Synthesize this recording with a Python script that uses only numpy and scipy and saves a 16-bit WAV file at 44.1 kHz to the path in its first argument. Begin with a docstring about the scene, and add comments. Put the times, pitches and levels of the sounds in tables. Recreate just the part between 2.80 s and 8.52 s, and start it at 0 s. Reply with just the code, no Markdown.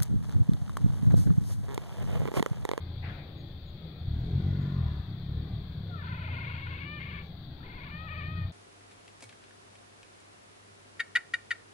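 """Cat yowling on a brick step

Heard from a doorway, a cat spits one puff of air, then gives two long yowls, louder in the left
microphone. Its vocal folds quaver hoarsely and clear into a steady note; a sheet-metal fence and the
house wall throw the calls back. Across the yard, out of sight, a car engine idles and revs through its
exhaust. Light wind hisses in long leaves over distant traffic, and a small bird peeps far away."""
import sys
import numpy as np
from scipy import signal
from scipy.fft import rfft, irfft, next_fast_len
from scipy.io import wavfile
from scipy.ndimage import uniform_filter1d

SR = 44100
rng = np.random.default_rng(int(sys.argv[2]) if len(sys.argv) > 2 else 0)


def transcribe(u):
    """Save the signal u as a 16-bit wav file named by the first command-line argument.

    u: samples, shape (n,) or (channels, n), limited to [-1, 1]; the rate is SR.
    q: integer samples, one column per channel.
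    """
    v = np.clip(np.atleast_2d(u).T, -1, 1)
    q = np.round(v * 32767).astype(np.int16)
    wavfile.write(sys.argv[1], SR, q)


N = 252252
TIME = np.arange(N) / SR

# how alike noise is at the two microphones: frequency_hz, likeness (capped at 1 in use)
MIC_LIKENESS = [(60, 6.9), (150, 1.9), (290, 0.6), (640, 0.8), (1400, 0.02), (3000, 0)]
# how noise leans to the left microphone: frequency_hz, left_minus_right_db
MIC_LEAN = [(60, 3), (200, 2.5), (380, 3), (700, 3.5), (1290, 5), (2400, 6.5), (3500, 15.5), (4500, 22.5),
            (5300, 13), (8000, 2), (15000, 0)]
# distant traffic and moving air: frequency_hz, density_db
AIR_SPECTRUM = [(25, -4.5), (50, -7.5), (75, -3.5), (110, -5.5), (165, -3), (225, -14.5), (330, -17),
                (450, -23), (650, -23), (1000, -30.5), (1600, -33.5), (2400, -34.5), (3000, -42.5),
                (4000, -79)]
# the steady hiss: frequency_hz, density_db
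HISS_SPECTRUM = [(2700, -39.5), (3100, -9.5), (3350, 1.5), (3700, -0.5), (4150, -5), (4550, -3),
                 (4800, -17), (5100, -27.5), (6000, -32.5), (8000, -42.5), (9800, -42), (12000, -30),
                 (15500, -22.5)]
# the far bird's peeps: centre_s, pitch_hz, level_db, length_s
BIRD_PEEPS = [(0.6, 6720, -76, 0.089), (0.883, 6790, -78, 0.084), (1.199, 6720, -88, 0.069),
              (1.822, 6750, -75, 0.056)]
# leaves brushing together: frequency_hz, density_db
LEAF_SPECTRUM = [(2000, -6.5), (5200, -5.5), (6300, -1), (8000, -13.5), (12000, -23.5)]
# each stir of the leaves: start_s, level_db, rise_s, fade_db_per_s
LEAF_STIRS = [(1.25, -77, 0.26, 21.5), (4.415, -74, 0.027, 264)]
# engine speed: time_s, firing_hz
ENGINE_SPEED = [(0, 28), (.35, 28.6), (1.2, 24.5), (1.32, 37), (1.58, 45.8), (1.92, 47), (2.08, 38),
                (2.35, 32.5), (2.55, 37.1), (2.95, 37.2), (3.2, 29.7), (4.05, 27.7), (4.45, 25.3),
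                (5.2, 25.5), (5.72, 31.5)]
# how hard the engine works: time_s, relative_level_db
ENGINE_LOAD = [(0.0, -38), (0.27, -36.5), (0.38, -44), (1.16, -47), (1.29, -28.5), (1.72, -27.5),
               (1.86, -31), (2.04, -28.5), (2.2, -32.5), (2.26, -58.5), (2.28, -39), (2.55, -32),
               (3.01, -40), (3.57, -34.5), (3.7, -39.5), (4.89, -51.5), (5.67, -31.5), (5.72, -50)]
# exhaust resonances from across the yard: frequency_hz, gain_db
EXHAUST_RESPONSE = [(20, -17), (28, -28), (37, -6.5), (47, -9.5), (57, -26.5), (74, 1.5), (86, -0.5),
                    (112, 0.5), (140, 2), (160, -3), (187, -3), (225, -11), (350, -12.5), (700, -26)]
# engine clatter and fan noise: frequency_hz, density_db
CLATTER_SPECTRUM = [(25, -29.5), (60, -3.5), (85, 6), (140, 0.5), (220, -11), (350, -14.5), (520, -23),
                    (1400, -26.5), (2800, -39), (4500, -42.5), (6500, -58), (9000, -66), (16000, -63)]
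# the spit's puff of air: frequency_hz, density_db
SPIT_SPECTRUM = [(250, 0.5), (450, -5.5), (750, 6.5), (1000, -8.5), (1900, -3), (2400, -5.5), (3000, -15.5),
                 (4500, -19), (6000, -43), (10000, -50.5)]
# the course of the voice, one list a yowl: time_s, pitch_hz, effort_db, mouth_resonance_hz
YOWL_SHAPES = [
    [(3.09, 733.3, -55.5, 910), (3.14, 690, -47.5, 1295), (3.2, 581.5, -49.5, 1740),
     (3.26, 525, -46.5, 1670), (3.42, 513.8, -46.5, 2080), (3.55, 543.8, -43.5, 2220),
     (3.97, 555.6, -45, 2370), (4.15, 602.7, -44, 2210), (4.19, 587.7, -44.5, 2330),
     (4.43, 591, -46.5, 2170)],
    [(4.78, 435, -63, 846), (4.85, 510.2, -53, 2120), (5.14, 598.2, -46.5, 2100),
     (5.25, 643.4, -46.5, 1560), (5.29, 625.4, -44, 1960), (5.39, 627.7, -42.5, 2000),
     (5.46, 610, -44, 1860), (5.54, 632.6, -48, 1780), (5.64, 610, -48.5, 1770), (5.69, 647, -75, 1663)],
]
# bouts of quavering: start_s, end_s, opening_dips_per_s, depth_hz, hoarseness (0-1)
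QUAVER_BOUTS = [(3.212, 3.826, 20.2, 80.04, .23), (3.851, 4.06, 19, 39.94, .3),
                (4.184, 4.429, 18.4, 69.5, 0.28), (4.801, 5.121, 19.2, 84.8, .21),
                (5.258, 5.463, 16.4, 45.4, .1)]
# the unmoving part of the throat: frequency_hz, gain_db
THROAT_RESPONSE = [(400, -26), (700, -10), (950, -3), (1100, -5), (1250, 2), (1460, 3), (1660, -5),
                   (1820, -3), (2020, -8), (2200, 2), (2450, -1), (2700, -7), (3100, -5), (3700, -20),
                   (5000, -45)]
# air rushing through the throat: frequency_hz, density_db
BREATH_SPECTRUM = [(400, -35.5), (1700, -1), (2500, -2), (3400, -6), (4600, -28), (6500, -42), (12000, -65)]
# echoes off hard surfaces near the step: delay_s, left_gain, right_gain
WALL_ECHOES = [(.0028, .15, .35), (.0074, -.12, .3), (.0128, .16, -.3)]
# the yowls at the right microphone, lows lifted and highs shaded: frequency_hz, gain_db
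RIGHT_MIC_RESPONSE = [(700, 4.5), (1000, 11), (1250, -19.5), (1450, -8.5), (1850, -10.5), (3000, -5.5)]


def gain_of(db):
    """Decibels to amplitude."""
    return 10 ** (np.asarray(db) / 20)


def unit_rms(x):
    """Scales to rms 1."""
    return x / np.sqrt(np.mean(x ** 2) + 1e-20)


def value_at(spectrum, hz):
    """Reads a spectrum on a log-frequency axis."""
    table_hz, values = np.transpose(spectrum)
    return np.interp(np.log(hz + 1), np.log(table_hz + 1), values)


def follow(rows, t):
    """Reads every column of a curve at the times t."""
    times, *columns = np.transpose(rows)
    return [np.interp(t, times, column) for column in columns]


def coloured(x, spectrum, size):
    """Filters x by a spectrum in dB, giving size samples."""
    gain = gain_of(value_at(spectrum, np.fft.rfftfreq(size, 1 / SR)))
    return irfft(rfft(x, size) * gain, size)


def drift(n, rate_hz):
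    """Smooth random motion of rms 1, mostly slower than the rate."""
    hz = np.fft.rfftfreq(next_fast_len(n + SR // 2), 1 / SR)
    white = rfft(rng.standard_normal(2 * len(hz) - 2))
    return unit_rms(irfft(white * np.exp(-(hz / rate_hz) ** 2))[:n])


def swell(start_s, rise_s, fade_db_per_s, hold_s=0):
    """An envelope that rises, holds and dies away."""
    age = TIME - start_s
    return np.clip(age / rise_s, 0, 1) * gain_of(-fade_db_per_s * np.maximum(age - rise_s - hold_s, 0))


def outdoor_noise(spectrum, patchy_db, size=1024):
    """Noise with drifting patches; alike at both microphones in the bass, leaning left in the treble."""
    hz = np.fft.rfftfreq(size, 1 / SR)
    draws = rng.standard_normal((5, N // (size // 4) + 5, len(hz)))
    left, unrelated = draws[0] + 1j * draws[1], draws[2] + 1j * draws[3]
    patches = uniform_filter1d(draws[4], size=10, axis=0)
    patches = unit_rms(uniform_filter1d(patches, size=12, axis=1))
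    likeness = np.clip(value_at(MIC_LIKENESS, hz), -1, 1)
    lean = gain_of(value_at(MIC_LEAN, hz))
    right = likeness * left + np.sqrt(1 - likeness ** 2) * unrelated
    frames = np.array([left * lean, right]) / np.sqrt(1 + lean ** 2 + 2 * likeness * lean)
    frames = frames * gain_of(value_at(spectrum, hz) + patchy_db * patches)
    noise = signal.istft(frames.transpose(0, 2, 1), nperseg=size, noverlap=size * 3 // 4)[1][:, :N]
    return noise / noise.mean(0).std()


def yard_echoes(x, t60_s, wet_db, build_s=0.054):
    """The yard scatters a thin tail of echoes, different at each microphone."""
    t = TIME[:SR // 2]
    taps = rng.standard_normal((2, len(t))) * (rng.random((2, len(t))) < .05)
    tail = taps * gain_of(-60 * t / t60_s) * (1 - np.exp(-t / build_s))
    tail = tail / np.linalg.norm(tail, axis=1, keepdims=True)
    return gain_of(wet_db) * signal.fftconvolve(x[None], tail, axes=1)[:, :N]


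def background(air_db=-46.5, hiss_db=-60, hum_hz=165, hum_db=-52):
    """Distant traffic and moving air, a steady hiss, and a far hum that swells and fades."""
    air = gain_of(air_db) * outdoor_noise(AIR_SPECTRUM, patchy_db=2.5, size=4096)
    hiss = gain_of(hiss_db) * outdoor_noise(HISS_SPECTRUM, patchy_db=0.8)
    hum_level = gain_of(hum_db) * (1 + 0.6 * drift(N, rate_hz=2.4))
    hum = hum_level * np.sin(2 * np.pi * hum_hz * TIME + .6 * drift(N, rate_hz=2.6))
    return air + hiss + hum


def bird(waver=0.0047):
    """Thin, nearly pure peeps from far away, with the yard's echo."""
    song = np.zeros(N)
    for centre_s, pitch_hz, level_db, length_s in BIRD_PEEPS:
        inside = abs(TIME - centre_s) < length_s / 2
        hz = pitch_hz * (1 + waver * drift(inside.sum(), rate_hz=67))
        envelope = gain_of(level_db) * np.hanning(inside.sum())
        song[inside] += envelope * np.sin(2 * np.pi * np.cumsum(hz) / SR)
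    return song + yard_echoes(song, t60_s=0.56, wet_db=-2.5)


def leaves():
    """The long leaves brush together now and then in the wind."""
    stirring = sum(gain_of(db) * swell(start, rise, fade) for start, db, rise, fade in LEAF_STIRS)
    return outdoor_noise(LEAF_SPECTRUM, patchy_db=5, size=512) * stirring


def exhaust(load_db, idle_hz=28.8, idle_db=-38.5, coast_db_per_octave=12.5, uneven=0.29):
    """Firing harmonics slide through the pipe's resonances; speed brightens them, pulling booms."""
    firing_hz = follow(ENGINE_SPEED, TIME)[0] * (1 + 0.0064 * drift(N, rate_hz=8.24))
    phase = 2 * np.pi * np.cumsum(firing_hz) / SR
    octaves_up = np.log2(firing_hz / idle_hz)
    pull_db = load_db - idle_db - coast_db_per_octave * octaves_up  # load beyond coasting
    tilt_db_per_octave = -0.5 + 7 * octaves_up - pull_db
    drone, power = 0, 0
    for k in range(1, 13):
        rounding_db = 11 * max(np.log2(k / 3), 0)  # rounded puffs: harmonics above the third fall away
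        tilt_db = tilt_db_per_octave * np.log2(np.clip(k, 2, 5))
        strength = gain_of(value_at(EXHAUST_RESPONSE, k * firing_hz) - rounding_db + tilt_db)
        flutter = 1 + uneven * drift(N, rate_hz=15)
        drone = drone + strength * flutter * np.cos(k * phase + 2 * rng.random())
        power = power + strength ** 2 / 2
    return drone / np.sqrt(power)


def engine(exhaust_db=-1, clatter_db=-11, clatter_lag_s=0.18):
    """The car across the yard, a little left: its exhaust follows the load, its clatter lags behind."""
    load_db = follow(ENGINE_LOAD, TIME)[0]
    load = gain_of(load_db)
    drone = gain_of(exhaust_db) * np.array([[1.08], [.92]]) * exhaust(load_db)
    clatter = gain_of(clatter_db) * outdoor_noise(CLATTER_SPECTRUM, patchy_db=4, size=4096)
    pole = np.exp(-1 / (clatter_lag_s * SR))
    lagged_load = load[0] + signal.lfilter([1 - pole], [1, -pole], load - load[0])
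    return load * drone + lagged_load * clatter


def spit(level_db=-46.5):
    """A sudden puff of air through the cat's open mouth."""
    envelope = swell(start_s=0.22, rise_s=0.02, hold_s=0.07, fade_db_per_s=80.5)
    return gain_of(level_db) * envelope * outdoor_noise(SPIT_SPECTRUM, patchy_db=2.5)


def quaver(t, slowing_per_s=0.17, edge_s=0.014, clear_roughness=.08, dip_share=.3):
    """Pitch sag and roughness: in each bout the voice turns hoarse and dips, ever more slowly."""
    slip_cycles = .06 * drift(len(t), rate_hz=11.56)
    uneven_depth = gain_of(1.8 * drift(len(t), rate_hz=21))
    sag_hz, roughness = 0, clear_roughness
    for start_s, end_s, dips_per_s, depth_hz, hoarseness in QUAVER_BOUTS:
        age = np.maximum(t - start_s, 0)
        bout = np.clip(np.minimum(age, end_s - t) / edge_s, 0, 1)
        cycles = dips_per_s * np.log1p(slowing_per_s * age) / slowing_per_s + slip_cycles
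        dip = abs(np.sin(np.pi * cycles)) ** 2.8  # the power narrows each dip
        sag_hz = sag_hz + bout * depth_hz * uneven_depth * dip
        roughness = roughness + bout * hoarseness * (1 + dip_share * (2 * dip - 1))
    return sag_hz, roughness


def mouth_gain(hz, resonance_hz, age, open_width_hz=850, opening_s=0.34, floor_db=-14):
    """The mouth's resonance broadens as the jaw drops; a little passes below it, less far above."""
    width_hz = open_width_hz * (1 - np.exp(-age / opening_s)) + 1
    above = (hz - resonance_hz) / (width_hz / 2)
    return 1 / np.hypot(1, above) + gain_of(floor_db) / np.hypot(1, np.maximum(above, 0))


def breath(phase):
    """Air rushes through the hoarse folds in puffs, one a cycle."""
    puffs = rng.standard_normal(len(phase)) * (1 + np.cos(phase))
    return unit_rms(coloured(puffs, BREATH_SPECTRUM, len(phase)))


def yowl(shape, jitter=.04, shimmer=.6, rasp=.75, sag_db_per_hz=.035, attack_s=0.016, release_s=0.028):
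    """Vocal folds drive the throat and opening mouth; at each dip the pitch sags, the voice weakens."""
    inside = (TIME >= shape[0][0]) & (TIME < shape[-1][0])
    t = TIME[inside]
    age, n = t - t[0], len(t)
    pitch_hz, effort_db, mouth_hz = follow(shape, t)
    sag_hz, roughness = quaver(t)
    pitch_hz = (pitch_hz - sag_hz) * (1 + jitter * roughness * drift(n, rate_hz=140))
    phase = 2 * np.pi * np.cumsum(pitch_hz) / SR
    voice, power = 0, 0
    for k in range(1, 8):
        flutter_db = 7 * roughness * drift(n, rate_hz=38)
        throat = gain_of(value_at(THROAT_RESPONSE, k * pitch_hz) + flutter_db)
        strength = throat * mouth_gain(k * pitch_hz, mouth_hz, age)
        # uneven closures of the folds spread each harmonic into a noisy skirt, the high ones most
        spread = rasp * roughness * k / 4
        skirt = spread * (drift(n, rate_hz=350) + 1j * drift(n, rate_hz=350))
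        voice = voice + strength * ((1 + skirt) * np.exp(1j * k * phase)).real
        power = power + strength ** 2 * (.5 + spread ** 2)
    voice = voice / np.sqrt(uniform_filter1d(power, size=2000))
    voice = voice + gain_of(-1) * roughness * breath(phase)
    voice = voice * (1 + shimmer * roughness * drift(n, rate_hz=160))
    envelope = np.minimum(age / attack_s, 1) * np.minimum((t[-1] - t) / release_s, 1)
    call = np.zeros(N)
    call[inside] = voice * gain_of(effort_db - sag_db_per_hz * sag_hz) * envelope
    return call


def cat(gain_db=3, right_lag_samples=15):
    """The yowls from the step reach the left microphone first, with echoes from fence, wall and yard."""
    voice = sum(yowl(shape) for shape in YOWL_SHAPES)
    direct = np.array([voice, np.roll(voice, right_lag_samples)])
    left, right = direct + yard_echoes(voice, t60_s=.2, wet_db=-9)
    for delay_s, left_gain, right_gain in WALL_ECHOES:
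        echo = np.pad(voice, (round(delay_s * SR), 0))[:N]
        left, right = left + left_gain * echo, right + right_gain * echo
    right = coloured(right, RIGHT_MIC_RESPONSE, 2 * N)[:N]
    return gain_of(gain_db) * np.array([left, right])


def scene():
    """Everything that reaches the two microphones in the doorway."""
    return cat() + spit() + engine() + background() + leaves() + bird()


def record(dry, band_limit_hz=15800):
    """The recorder's band limit, with a soft start and stop."""
    faded = dry * signal.windows.tukey(N, .003)
    lowpass = signal.firwin(511, band_limit_hz, window=("kaiser", 9), fs=SR)
    return signal.oaconvolve(faded, lowpass[None], "same")


dry = scene()
out = record(dry)
transcribe(out)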